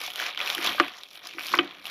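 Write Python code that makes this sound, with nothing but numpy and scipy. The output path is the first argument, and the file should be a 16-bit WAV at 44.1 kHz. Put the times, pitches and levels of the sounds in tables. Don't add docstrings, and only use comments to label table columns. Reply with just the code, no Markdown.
import sys
import numpy as np
from scipy import signal
from scipy.fft import rfft, irfft, next_fast_len
from scipy.io import wavfile
from scipy.ndimage import uniform_filter1d

SR = 44100
rng = np.random.default_rng(int(sys.argv[2]) if len(sys.argv) > 2 else 0)


def waveform_to_disk(signal):
    frames = np.transpose(np.atleast_2d(signal))
    scaled = np.clip(frames, -1, 1) * 32767
    samples = np.round(scaled).astype(np.int16)
    wavfile.write(sys.argv[1], SR, samples)


N = 83790

# t/s, then level/dB of the low, mid, upper and high range
CRINKLE_LEVELS = [(0, -41, -37, -42, -46.5), (0.071, -47, -36, -44, -51.5),
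                  (0.127, -52.5, -48, -56.5, -57.5), (0.2, -37, -32.5, -42, -47),
                  (0.284, -37, -33.5, -40.5, -53), (0.335, -50, -42, -63, -70),
                  (0.36, -53.5, -44, -60, -65), (0.408, -36, -36.5, -48.5, -54.5),
                  (0.501, -36.5, -31.5, -37.5, -43), (0.56, -41, -36.5, -46.5, -53.5),
                  (0.61, -38.5, -37, -45, -47.5), (0.66, -29.5, -25.5, -33, -41.5),
                  (0.71, -33.5, -31, -44, -48), (0.759, -46.5, -36.5, -47.5, -51),
                  (0.849, -39, -37, -56.5, -56.5), (0.92, -48.5, -45, -58.5, -68),
                  (0.98, -49.5, -50.5, -49.5, -61), (1.05, -60.5, -48, -66, -71),
                  (1.1, -67.5, -56.5, -55.5, -66), (1.16, -54.5, -46, -58, -54.5),
                  (1.21, -57, -52, -67, -70), (1.26, -45.5, -45, -43.5, -58), (1.32, -57.5, -44, -58, -67),
                  (1.37, -54.5, -51.5, -54, -61), (1.42, -45.5, -39.5, -47, -49),
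                  (1.48, -45, -36, -43.5, -46.5), (1.56, -39.5, -37.5, -42.5, -54),
                  (1.62, -41, -44, -57, -66), (1.68, -47.5, -44, -61, -73),
                  (1.76, -52.5, -49, -63.5, -67.5), (1.831, -55.5, -51, -61, -66.5),
                  (1.862, -49.5, -43, -54, -48.5), (1.9, -42.5, -38, -45.5, -56)]
# f/Hz, level/dB
CRACKLE_TONE = [(60, -31), (250, -22.5), (600, 0), (1500, 8), (3500, -15.5), (5000, -3.5), (6500, -55),
                (8300, -29), (11000, -21), (16000, -27)]


def amp(db):
    return 10 ** (np.asarray(db) / 20)


def unit(x):
    return x / np.sqrt(np.mean(x ** 2) + 1e-20)


def along(points, hz):
    f, values = np.transpose(points)
    return np.interp(np.log(hz + 1), np.log(f + 1), values)


def coloured(x, tone):
    size = 2 * next_fast_len(len(x) // 2 + 2048, real=True)
    gain = amp(along(tone, np.fft.rfftfreq(size, 1 / SR)))
    cepstrum = irfft(np.log(gain), size)
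    cepstrum[1:size // 2] *= 2
    cepstrum[size // 2 + 1:] = 0
    return irfft(rfft(x, size) * np.exp(rfft(cepstrum)), size)[:len(x)]


def noise(tone, size):
    return unit(coloured(rng.standard_normal(size), tone))


def fade(t, t60):
    return np.exp(-np.log(1000) * t / t60)


def ping(t, hz, t60):
    swell = 1 - np.exp(-(2 * hz * t) ** 2)
    motion = np.sin(2 * np.pi * hz * t) * fade(t, t60) * swell
    return np.gradient(motion, axis=-1) * SR / (2 * np.pi * hz)


def add(track, s, sound):
    i = max(round(s * SR), 0)
    track[i:i + len(sound)] += sound[:max(N - i, 0)]


def buckles(spread_db):
    tries_per_s, sparse_below_db = 400, -35
    gap_draw, size_draw, flip_draw = rng.random(size=(1500, 3)).T
    s = np.cumsum(0.2 + 1.6 * gap_draw) / tries_per_s
    times, _, mid_db, _, _ = np.transpose(CRINKLE_LEVELS)
    flips = flip_draw < amp(np.interp(s, times, mid_db) - sparse_below_db) ** 0.2
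    size = amp(spread_db * np.minimum(-np.log(size_draw), 2.5))
    return (s * SR).astype(int), flips * size


def film(shared, tone, pitch_hz, pitch_spread, own_db, spread_db, t60, slide_share):
    ring_cycles, rise_s, pings_db = 18.3, 0.00022, -1
    shared_start, shared_size = shared
    own_start, own_size = buckles(spread_db)
    start, size = np.r_[shared_start, own_start], np.r_[shared_size, amp(own_db) * own_size]
    t = np.arange(SR // 60) / SR
    hz = pitch_hz * np.exp(pitch_spread * rng.uniform(-1.075, 1, (len(start), 1)))
    each_ping = size[:, None] * ping(t, hz, ring_cycles / hz)
    positions = start[:, None] + np.arange(len(t))
    pings = np.bincount(positions.ravel(), each_ping.ravel(), N)[:N]
    burst = fade(t, t60) * (1 - np.exp(-t / rise_s))
    energy = np.convolve(np.bincount(start, size ** 2, N)[:N], burst ** 2)[:N]
    hiss = np.sqrt(energy / energy.mean() + slide_share) * rng.standard_normal(N)
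    sound = unit(coloured(hiss, tone)) + amp(pings_db) * unit(coloured(pings, tone))
    power = np.abs(uniform_filter1d(sound ** 2, size=1500))
    return sound / np.sqrt(power + 1e-9)


def crinkle():
    # f/Hz, level/dB
    low_tone = [(30, -28), (70, -19), (150, -29.5), (300, -8.5), (600, -2), (900, -5.5), (1200, 2),
                (1600, 0), (2000, 2.5), (3000, -21.5), (8000, -55)]
    mid_tone = [(800, -55), (1650, -37), (2280, 0.5), (2800, -4), (3300, 1.5), (4000, -4.5), (4600, -11.5),
                (6000, -39), (11000, -92)]
    upper_tone = [(2000, -48), (3800, 2), (4700, -1), (5700, 2), (6500, -8.5), (7300, -9.5), (8300, -35),
                  (11000, -76)]
    high_tone = [(3000, -54), (6000, -39), (7200, -12.5), (8300, -14.5), (9300, -5.5), (10500, 1),
                 (13500, 2), (15000, -3), (16000, -58)]
    times, *levels = np.transpose(CRINKLE_LEVELS)
    low, mid, upper, high = [amp(np.interp(np.arange(N) / SR, times, db)) for db in levels]
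    shared = buckles(spread_db=5)
    low *= film(shared, low_tone, pitch_hz=1154, pitch_spread=0.529,
                own_db=10, spread_db=3, t60=0.011, slide_share=0.17)
    mid *= film(shared, mid_tone, pitch_hz=2960, pitch_spread=0.5,
                own_db=-9, spread_db=6.5, t60=0.012, slide_share=0.15)
    upper *= film(shared, upper_tone, pitch_hz=5360, pitch_spread=0.27,
                  own_db=-9.5, spread_db=7.5, t60=0.008, slide_share=0.11)
    high *= film(shared, high_tone, pitch_hz=11100, pitch_spread=0.45,
                 own_db=-6.5, spread_db=7, t60=0.006, slide_share=0.052)
    return amp(-0.5) * low + amp(-1.5) * mid + amp(-1) * upper + amp(-1.5) * high


def clay_slide():
    # t/s, level/dB
    rumble_levels = [(0, -63), (.4, -68), (.55, -60), (.67, -45.5), (.77, -55), (.88, -56), (.95, -75),
                     (1.2, -71), (1.33, -62.5), (1.5, -58.5), (1.64, -47), (1.72, -63.5), (1.9, -62.5)]
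    # f/Hz, level/dB
    rumble_tone = [(30, -14), (70, -20), (120, -4.5), (165, -4), (210, -3.5), (300, 2), (400, -5.5),
                   (700, -20), (2000, -86.5)]
    times, db = np.transpose(rumble_levels)
    return amp(np.interp(np.arange(N) / SR, times, db)) * noise(rumble_tone, N)


def room_air():
    # f/Hz, level/dB
    hush_tone = [(25, -13.5), (55, 0), (150, -7), (500, 8), (2000, -7), (8000, -86), (16000, -43)]
    return amp(-65) * noise(hush_tone, N)


def room_echo(x):
    # f/Hz, t60/s
    ring_times = [(200, 0.2), (1500, 0.053), (5000, 0.053), (14000, 0.19)]
    hz, t, spectra = signal.stft(rng.standard_normal(SR // 3), SR, nperseg=256)
    tail = signal.istft(spectra * fade(t, along(ring_times, hz)[:, None]), SR, nperseg=256)[1]
    delayed = np.pad(tail, (SR // 250, 0)) / np.linalg.norm(tail)
    return signal.fftconvolve(x, delayed)[:N]


def clay_knocks():
    # t/s, level/dB, clack f/Hz, clack t60/s, plate ring/dB, dull above f/Hz
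    hits = [(0.037, -29.5, 1210, .02, -16, 1600), (.079, -27.5, 775, 0.017, -16, 1390),
            (.747, -27.5, 595, 0.02, -19, 900), (.782, -21, 1240, 0.002, -7, 2360),
            (.7994, 5, 1334, 0.0044, -20.5, 4140), (0.803, -2, 1520, 0.008, -31, 3350),
            (.827, -19, 2800, 0.0051, -26, 3400), (.8375, -16, 1750, 0.0058, -14, 3420),
            (1.3836, -18, 1970, .004, -13, 3000), (1.538, -5.5, 1090, .014, -27, 2000),
            (1.5419, -5.5, 1950, 0.006, -14, 2180), (1.558, -19, 1110, 0.02, -25, 1400),
            (1.572, -27, 1130, .015, -22, 3200), (1.5879, -7.5, 3067, 0.021, -20, 3550),
            (1.5886, -14, 1140, .014, -10.5, 2400), (1.5911, -2, 2410, 0.0041, -23, 3700),
            (1.609, -26, 3000, 0.011, -4, 3450)]
    # f/Hz, level/dB, t60/s
    plate_notes = [(586, 1.5, 0.049), (733, -7.5, .13), (865, -15, 0.057), (1201, 8, 0.024),
                   (1541, 2.5, 0.047), (1822, -12, 0.076), (2026, 2, 0.02), (2260, 2, 0.035),
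                   (2500, -7, 0.11), (3140, -4, 0.036), (3310, -2, 0.04)]
    # f/Hz, level/dB
    click_tone = [(1000, -10), (3000, 3), (4500, 2), (6700, -19), (9000, -27), (15000, -36)]
    out, t = np.zeros(N), np.arange(SR // 4) / SR
    for s, db, hz, t60, ring_db, dull_hz in hits:
        ring = sum(amp(level + rng.normal(0, 0.98)) / (1 + 1.7 * np.log2(f / hz) ** 2) * ping(t, f, life)
                   for f, level, life in plate_notes)
        crackle = amp(-15.5) * noise(CRACKLE_TONE, len(t)) * fade(t, t60=0.018)
        click = amp(db - 18.5) * noise(click_tone, len(t)) * fade(t, t60=0.0047)
        softness = [(dull_hz, 0), (2 * dull_hz, -37.5)]
        clack = coloured(ping(t, hz, t60) + crackle + amp(ring_db) * ring, softness)
        add(out, s, amp(db) * (clack + click))
    return out


def bag_snaps():
    # t/s, level/dB, f/Hz, treble/dB
    folds = [(0.0372, -25, 2700, 0), (0.0634, -16.5, 3360, -5), (0.08, -22.5, 2510, -20),
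             (0.103, -19, 3040, -7.5), (0.1186, -23, 3350, -24), (0.1361, -23, 3370, -9),
             (0.1583, -19, 3030, -4), (0.1993, -9.5, 1590, -18), (0.2167, -16, 2000, -7.5),
             (0.2258, -15.5, 1240, -16), (0.2639, -15, 2100, -15), (0.3477, -20, 2320, -20),
             (0.3751, -11, 3200, -37), (0.3913, -17, 2130, -11), (0.4035, -9.5, 2470, -26),
             (0.414, -11, 3260, -20), (0.475, -13, 2640, -11.5), (0.5011, -7.5, 3380, -21),
             (0.5284, -27, 2450, 1), (0.5493, -10.5, 3160, -6.5), (0.5805, -12, 1640, -15.5),
             (0.6135, -15.5, 2400, -28), (0.644, -13, 3120, -5), (0.6552, -14, 3270, -28),
             (0.6641, -12, 2920, -6), (0.677, -10, 3430, -22), (0.8813, -18.5, 2480, -16),
             (1.0344, -21.5, 3780, -12), (1.113, -32, 3480, -11), (1.1561, -26, 3300, -17),
             (1.1753, -28, 3850, -13), (1.2546, -29.5, 3870, -9), (1.271, -27, 5100, 1.5),
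             (1.3102, -27.5, 2660, -17), (1.3366, -25.5, 2400, -13), (1.3944, -18, 2460, -13),
             (1.4085, -18, 2450, -27), (1.4674, -31, 3080, 11), (1.5281, -17, 4300, -11),
             (1.5525, -19.5, 3670, -4), (1.5785, -21.5, 4900, -26), (1.6462, -29.5, 3170, -10.5),
             (1.7104, -26, 2520, -33), (1.8546, -18, 2750, -10), (1.8688, -18, 3240, -13)]
    # f/Hz, level/dB
    tick_tone = [(2000, -14.5), (5000, 8), (7000, -1), (8300, -16.5), (10500, -2), (13500, 0.5),
                 (16000, -22)]
    out, t = np.zeros(N), np.arange(SR // 25) / SR
    onset = 1 - np.exp(-t / 0.00016)
    for s, db, hz, treble_db in folds:
        shiver = amp(-19.5) * noise(CRACKLE_TONE, len(t)) * fade(t, t60=0.018)
        tick = amp(treble_db - 5.5) * noise(tick_tone, len(t)) * fade(t, t60=0.011)
        add(out, s, amp(db + 0.5) * onset * (ping(t, hz, t60=0.006) + shiver + tick))
    return out


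def table_thumps():
    # t/s, level/dB, rise/s, factor on the ring time
    landings = [(.567, -40, .002, 1), (.584, -30, .0024, 1), (.686, -33.5, .013, 0.75),
                (0.8004, -9.5, 0.0077, 0.7), (1.347, -39, 0.0042, 0.83), (1.368, -37, 0.0051, 1),
                (1.522, -36.5, 0.0031, 1.1), (1.539, -30.5, 0.0045, 1), (1.568, -28, 0.0034, 1.1),
                (1.5878, -12.5, 0.0076, 1.13), (1.607, -30, 0.0041, 1.2), (1.644, -34, .0044, 1.08)]
    # f/Hz, level/dB, t60/s
    table_notes = [(164.8, -30, 0.16), (242, -27, 0.067), (286, -11.5, 0.13), (340.2, 0, 0.096),
                   (477, -7.5, 0.036)]
    out, t = np.zeros(N), np.arange(SR // 3) / SR
    for s, db, rise_s, ring_factor in landings:
        boom = np.zeros(len(t))
        for k, (hz, level, t60) in enumerate(table_notes):
            gain = (-1) ** k * amp(level + rng.normal(0, 1.2))
            detune = 1 + rng.normal(0, 0.0034)
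            boom += gain * ping(t, hz * detune, ring_factor * t60)
        add(out, s, amp(db) * (1 - np.exp(-t / rise_s)) * boom)
    return out


def scene():
    near = crinkle() + clay_slide() + bag_snaps() + clay_knocks() + table_thumps()
    bass_cut = signal.butter(2, 67, "highpass", fs=SR, output="sos")
    near = signal.sosfilt(bass_cut, near)
    return (near + amp(-10) * room_echo(near) + room_air())[None]


def record(dry):
    size, top_hz = next_fast_len(N + SR // 4), 15900
    spectrum = rfft(np.clip(dry, -1, 1), size)
    return irfft(spectrum * (np.fft.rfftfreq(size, 1 / SR) < top_hz), size)[:, :N]


dry = scene()
out = record(dry)
waveform_to_disk(out)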